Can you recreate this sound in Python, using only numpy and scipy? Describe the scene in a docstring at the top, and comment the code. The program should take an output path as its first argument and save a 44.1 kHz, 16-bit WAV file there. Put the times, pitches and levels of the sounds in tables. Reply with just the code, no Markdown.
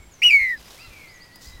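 """The forest hushes, air bumps the microphone and small birds chirp, on and off to the end.
At 0.2 s a buzzard close by gives a loud whistle that leaps up, falls and breaks into a flutter
as its voice chokes about a hundred times a second or more. Then the nest rustles, and from 0.8 s
a fainter, longer call answers, hoarse at first and wavering later.
Near the end a twig ticks and feathers brush past."""
import sys
import numpy as np
from scipy import signal
from scipy.fft import rfft, irfft
from scipy.io import wavfile
from scipy.ndimage import uniform_filter1d

SR = 44100
rng = np.random.default_rng(int(sys.argv[2]) if len(sys.argv) > 2 else 0)


def materialize(psi):
    """Save the field psi as 16-bit PCM at rate SR to the path in sys.argv[1].

    A 1-D psi becomes a single channel; in a 2-D psi each row is a channel.
    """
    bounded = np.clip(np.atleast_2d(psi).T, -1, 1)
    quanta = np.round(bounded * 32767).astype(np.int16)
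    wavfile.write(sys.argv[1], SR, quanta)


N = 70560
T = np.arange(N) / SR

# how loud the forest's hush is: t/s, level/dB
FOREST_LEVEL = [(0, -53), (.2, -52.5), (.7, -51.5), (1.1, -51.5), (1.3, -52), (1.6, -50.5)]
# the hush's tone colour, mostly low: f/Hz, level/dB
FOREST_COLOUR = [(25, 1.5), (60, 0.5), (130, -1), (250, -4), (600, -10), (1500, -12.5), (3500, -17),
                 (8000, -23), (16000, -28.5)]
# air bumps the microphone: peak t/s, rise/s, fall/s, level/dB
BUMPS = [(0, .01, 0.042, -44), (0.079, 0.013, 0.018, -57), (0.259, 0.034, 0.082, -50),
         (.36, 0.017, 0.016, -40), (0.421, 0.011, 0.017, -40), (.62, 0.18, 0.088, -55),
         (0.882, .01, 0.026, -38.5), (1.475, .012, .03, -39), (1.544, 0.016, 0.05, -39)]
# the deep tone colour of a bump: f/Hz, level/dB
BUMP_COLOUR = [(20, -13), (40, 1), (62, 0), (110, -18.5), (220, -35), (600, -69), (2000, -75)]
# rustles on the nest: peak t/s, rise/s, fall/s, level/dB
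RUSTLES = [(0.601, 0.023, 0.17, -51.5), (.715, 0.043, 0.068, -50.5), (.86, 0.21, 0.39, -60),
           (1.02, 0.11, 0.067, -60)]
# the tone colour of a rustle: f/Hz, level/dB
RUSTLE_COLOUR = [(200, -12), (600, 3.5), (1800, -3.5), (3200, 1), (6000, -2), (9000, -7.5), (14000, -8),
                 (16000, -16)]
# the bright tone colour of brushing feathers: f/Hz, level/dB
BRUSH_COLOUR = [(500, -12), (2500, -11), (4300, 3), (7000, 1), (10000, -9.5), (16000, -7.5)]
# twigs tick: t/s, level/dB
TICKS = [(0.786, -53), (1.359, -41)]
# the tone colour of a tick: f/Hz, level/dB
TICK_COLOUR = [(300, 1), (1200, 1), (2500, -6), (6000, -5), (11000, -5), (15000, -2)]
# small birds' chirps, and at the start the fading tail of a distant bird's call, all before leaves blur them:
# start t/s, length/s, first f/Hz, last f/Hz, level/dB
CHIRPS = [(-.07, 0.17, 7420, 7485, -62.5), (-.04, 0.1, 2265, 2186, -57.5),
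          (0.103, 0.061, 7400, 5790, -56.5), (.12, 0.23, 2120, 2214, -66), (0.176, 0.07, 5740, 5590, -55),
          (0.484, 0.025, 5400, 4500, -53), (0.495, 0.099, 3900, 4010, -60),
          (0.553, 0.025, 1975, 2020, -48.5), (0.562, 0.028, 5310, 4710, -53),
          (.652, 0.024, 5220, 4490, -54), (.785, .068, 4820, 4650, -51), (0.804, 0.051, 5500, 5000, -56),
          (1.075, .055, 4290, 5450, -53), (1.128, 0.058, 7030, 5920, -55), (1.202, .044, 4283, 5150, -49),
          (1.322, 0.05, 4300, 5140, -51), (1.456, 0.035, 4540, 5160, -47.5),
          (1.491, .08, 3860, 3950, -54.5)]
# the far call's tune: t/s, f/Hz, level/dB
FAR_TUNE = [(.775, 1914, -57), (.795, 2450, -47), (.825, 2762, -51.5), (.865, 2698, -50), (.895, 2467, -64),
            (.935, 2358, -49.5), (1.0, 2219, -50.5), (1.07, 2089, -51.5), (1.16, 1937, -52),
            (1.24, 1952, -54), (1.32, 1929, -59), (1.355, 2002, -55.5), (1.42, 1877, -59),
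            (1.465, 2012, -56.5), (1.55, 2040, -56), (1.6, 1907, -54)]
# extra tones in its hoarse start: multiple of a quarter of the pitch, relative level/dB
HOARSE_TONES = [(2, -6), (3, -5), (6, -5.5)]
# the near call's tune: t/s, f/Hz
NEAR_PITCH = [(.217, 2177), (.226, 2367), (.235, 2831), (.248, 2954), (.263, 2907), (.288, 2849),
              (.298, 2562), (.308, 2333), (.338, 2278), (.385, 2181), (.435, 2132), (.47, 2038), (.5, 1995),
              (.537, 1857), (.572, 1664)]
# how loud it is, before the throat shapes it: t/s, level/dB
NEAR_LEVEL = [(.217, -13), (.225, -13.5), (.25, -6.5), (.264, -7), (.281, -10.5), (.296, -14.5),
              (.311, -12), (.324, -13), (.345, -8.5), (.365, -11.5), (.385, -17.5), (.435, -17),
              (.478, -21.5), (.512, -21), (.545, -23.5), (.578, -40)]
# its flutter: t/s, rate/Hz, depth (0 to 1)
FLUTTER = [(.217, 297.7, 0.81), (.234, 326, 0.49), (.252, 376, 0.13), (.263, 354, 0.05),
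           (.281, 320.3, 0.13), (.296, 328.7, 0.26), (.308, 293, 0.07), (.382, 103.2, 0), (.388, 103, 0.56),
           (.435, 106.5, 0.62), (.475, 145.8, .42), (.5, 106, 0.63), (.508, 114.3, 0)]
# its voice catches for an instant: t/s, depth (0 to 1)
CATCHES = [(.296, .9), (.304, .9), (.3185, .85), (.3275, .85), (.5195, .9)]
# its overtones, the higher tones above the whistle: multiple of the pitch, relative level/dB
OVERTONES = [(2, 0), (3, -11.5), (4, -20)]
# how strong the overtones are together: t/s, relative level/dB
BRIGHTNESS = [(.217, -26.5), (.238, -17.5), (.256, -35), (.267, -20.5), (.29, -23.5), (.31, -19),
              (.36, -31), (.4, -24.5), (.46, -27), (.51, -30), (.54, -38)]
# the tone colour of a faint hiss that rises and falls with the whistle: f/Hz, level/dB
HISS_COLOUR = [(200, -2), (1000, 5.5), (2500, 2), (4500, 8), (7000, 4), (10000, 4), (16000, 4)]

CHIRP_JITTER, CHIRP_FLICKER_DB = 0.0293, 4.5
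FAR_WAVER, FAR_JITTER, FAR_OVERTONE_DB = 0.00605, 0.0094, -22.5
HOARSE_AT_S, HOARSE_WIDTH_S, GRAIN_AT_S, GRAIN_WIDTH_S = 0.853, .035, 1.02, 0.075
FLUTTER_UNEVEN, FLUTTER_SAG, FLUTTER_SWING_HZ = 0.059, .35, 200   # sag and swing at full depth
CHOKE_S, CHOKE_JUMP_HZ = .0011, 120.55
CATCH_S, CATCH_RASP_S, CATCH_JUMP_HZ = 0.0015, 0.00254, 151.5
STRAIN_RANGE_HZ, STEADY_RASP = (2116, 2366), 0.099   # the voice rasps more when pitched high
RASP_BAND_HZ, RASP_FULL_RATE_HZ, RASP_DB, OVERTONE_RASP = (2080, 3040), 343, -9.5, 0.64
PITCH_JITTER, ROUGH_JITTER = 0.00067, 0.014   # shares of the pitch
THROAT_BAND_HZ, ATTACK_S, HISS_DB = (1870, 2963), .004, -31.5
ECHO_DELAY_S, FOREST_FADE_S, LEAF_FADE_S = 0.0086, 1, .2
CUTOFF_HZ = 15900


def from_db(db):
    """Turn decibels into a number to multiply by."""
    return 10 ** (np.asarray(db) / 20)


def unit_power(x):
    """Scale a sound so that its average power is 1."""
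    return x / np.sqrt(np.mean(x ** 2) + 1e-20)


def in_time(rows):
    """Join a table's points with straight lines: one curve for each column after the time."""
    times, *columns = np.transpose(rows)
    return [np.interp(T, times, column) for column in columns]


def drift(hz):
    """A random wobble of size about 1, mostly slower than hz."""
    bin_hz = np.arange(N // 2 + 1) * SR / N
    return unit_power(irfft(rfft(rng.standard_normal(N)) / (1 + (bin_hz / hz) ** 2), N))


def noise(colour):
    """Noise of power 1 with the given balance of low and high."""
    hz, db = np.transpose(colour)
    bin_hz = np.maximum(np.arange(N // 2 + 1) * SR / N, 1)
    gain = from_db(np.interp(np.log(bin_hz), np.log(hz), db))
    return unit_power(irfft(rfft(rng.standard_normal(N)) * gain, N))


def band(x, low_hz, high_hz, order=2):
    """Keep what lies between two frequencies."""
    sections = signal.butter(order, [low_hz, high_hz], "band", fs=SR, output="sos")
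    return signal.sosfilt(sections, x + 1e-18)


def tone(hz):
    """A pure tone of power 1 that follows a pitch curve."""
    return np.sqrt(2) * np.sin(2 * np.pi * np.cumsum(hz) / SR)


def swell(peak_s, rise_s, fall_s):
    """A rounded rise to 1, then a fade."""
    return np.exp(-np.where(T < peak_s, ((T - peak_s) / rise_s) ** 2, (T - peak_s) / fall_s))


def air():
    """The steady hush of the forest, and low thumps where air bumps the microphone."""
    hush = from_db(in_time(FOREST_LEVEL)[0]) * noise(FOREST_COLOUR)
    bumps = sum(from_db(db) * swell(s, rise, fall) for s, rise, fall, db in BUMPS)
    return hush + bumps * noise(BUMP_COLOUR)


def tree_echo(x, fade_s):
    """Leaves and trunks scatter a sound into a soft echo that drops 60 dB in fade_s."""
    tail = band(rng.standard_normal(N), 500, 8000) * from_db(-60 * T / fade_s) * (T > ECHO_DELAY_S)
    return signal.fftconvolve(x, tail / np.sqrt(np.sum(tail ** 2)))[:N] / 2


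def nest():
    """Twigs and feathers rustle, brush and tick: each is a swell of noise."""
    rustle = sum(from_db(db) * swell(s, rise, fall) for s, rise, fall, db in RUSTLES)
    rustle = rustle * noise(RUSTLE_COLOUR)
    brush = from_db(-45.5) * swell(peak_s=1.44, rise_s=0.03, fall_s=0.067) * noise(BRUSH_COLOUR)
    ticks = sum(from_db(db) * swell(s, rise_s=0.00195, fall_s=0.0039) for s, db in TICKS)
    ticks = ticks * noise(TICK_COLOUR)
    grain = from_db(2 * drift(170))
    return (rustle + brush) * grain + ticks


def small_birds():
    """Each chirp is one thin sliding tone; the further it slides, the more it warbles."""
    chirps = np.zeros(N)
    for start, length, first_hz, last_hz, db in CHIRPS:
        progress = np.clip((T - start) / length, 0, 1)
        slide = np.sqrt(abs(np.log2(last_hz / first_hz)))
        hz = (first_hz + (last_hz - first_hz) * progress) * (1 + CHIRP_JITTER * slide * drift(500))
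        arch = np.sqrt(np.abs(np.sin(np.pi * progress ** 1.27)))   # peaks just past the middle
        chirps += from_db(db + CHIRP_FLICKER_DB * drift(91)) * arch * tone(hz)
    return chirps


def far_call():
    """The answer starts hoarse, turns grainy as it sinks and ends on a long wavering note."""
    hz, db = in_time(FAR_TUNE)
    hz = hz * (1 + FAR_WAVER * drift(21.7) + FAR_JITTER * drift(317))
    hoarse = sum(from_db(tone_db) * tone(k * hz / 4) for k, tone_db in HOARSE_TONES)
    hoarse = hoarse * np.exp(-((T - HOARSE_AT_S) / HOARSE_WIDTH_S) ** 2 / 2)
    grain = from_db(-5) * drift(120) * tone(hz + 180)   # a flickering tone just above the pitch
    grain = grain * np.exp(-((T - GRAIN_AT_S) / GRAIN_WIDTH_S) ** 2 / 2)
    level = (T > FAR_TUNE[0][0]) * from_db(db - drift(50))   # flickers by about 1 dB
    return level * (tone(hz) + from_db(FAR_OVERTONE_DB) * tone(2 * hz) + hoarse + grain)


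def near_buzzard():
    """A raspy whistle with a faint hiss; each flutter starts loud and low, then rises and chokes."""
    (hz,), (db,), (bright_db,) = in_time(NEAR_PITCH), in_time(NEAR_LEVEL), in_time(BRIGHTNESS)
    rate, depth = in_time(FLUTTER)
    start, end = NEAR_LEVEL[0][0], NEAR_LEVEL[-1][0]
    sounding = (T > start) * (T < end)
    # cycle runs from 0 to 1 in each flutter; the voice chokes where two flutters meet
    cycle = np.cumsum(sounding * rate * (1 + FLUTTER_UNEVEN * drift(60))) / SR % 1
    choke = np.exp(-(np.minimum(cycle, 1 - cycle) / rate / CHOKE_S) ** 2)
    catch = sum(amount * np.exp(-((T - s) / CATCH_S) ** 2) for s, amount in CATCHES)
    around_catch = sum(np.exp(-((T - s) / CATCH_RASP_S) ** 2) for s, _ in CATCHES)
    strain = np.interp(hz, STRAIN_RANGE_HZ, (0, 1))
    roughness = depth * (rate / RASP_FULL_RATE_HZ) ** 2 + strain * (around_catch + STEADY_RASP)

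    hz = hz * (1 + (PITCH_JITTER + ROUGH_JITTER * roughness) * drift(280))
    hz = hz + depth * (FLUTTER_SWING_HZ * (2 * cycle - 1) + CHOKE_JUMP_HZ * (choke - .3))
    hz = hz + CATCH_JUMP_HZ * (catch + strain * around_catch)

    level = from_db(db) * sounding * np.minimum((T - start) / ATTACK_S, 1)
    openness = 1 - depth * choke
    flutter = uniform_filter1d(openness * (1 - FLUTTER_SAG * depth * cycle), size=16)
    pulsed = level * flutter * (1 - catch)

    rasp = roughness * unit_power(band(rng.standard_normal(N), *RASP_BAND_HZ, order=4))
    whistle = band(pulsed * (tone(hz) + from_db(RASP_DB) * rasp), *THROAT_BAND_HZ, order=4)
    overtones = sum(from_db(tone_db) * tone(k * hz) for k, tone_db in OVERTONES)
    overtones = overtones + OVERTONE_RASP * rasp * tone(hz)
    overtones = overtones * openness * (1 + depth * (1 - 2 * cycle))   # brightest early in each flutter
    overtones = pulsed * from_db(bright_db) * band(overtones, 3500, 14000)
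    hiss = level * from_db(HISS_DB) * noise(HISS_COLOUR)
    return whistle + overtones + hiss


def scene():
    """All the birds and their echoes, over nest and air; leaves blur the small birds."""
    near, far, chirps = near_buzzard(), far_call(), small_birds()
    chirps = from_db(-3.5) * chirps + from_db(-7) * tree_echo(chirps, LEAF_FADE_S)
    echo = tree_echo(from_db(-49) * near + from_db(-3.5) * far + from_db(-8) * chirps, FOREST_FADE_S)
    return (near + far + chirps + echo + nest() + air())[None]


def record(dry):
    """Cut away the very highest treble steeply."""
    return signal.sosfilt(signal.ellip(12, .1, 90, CUTOFF_HZ, fs=SR, output="sos"), dry)


dry = scene()
out = record(dry)
materialize(out)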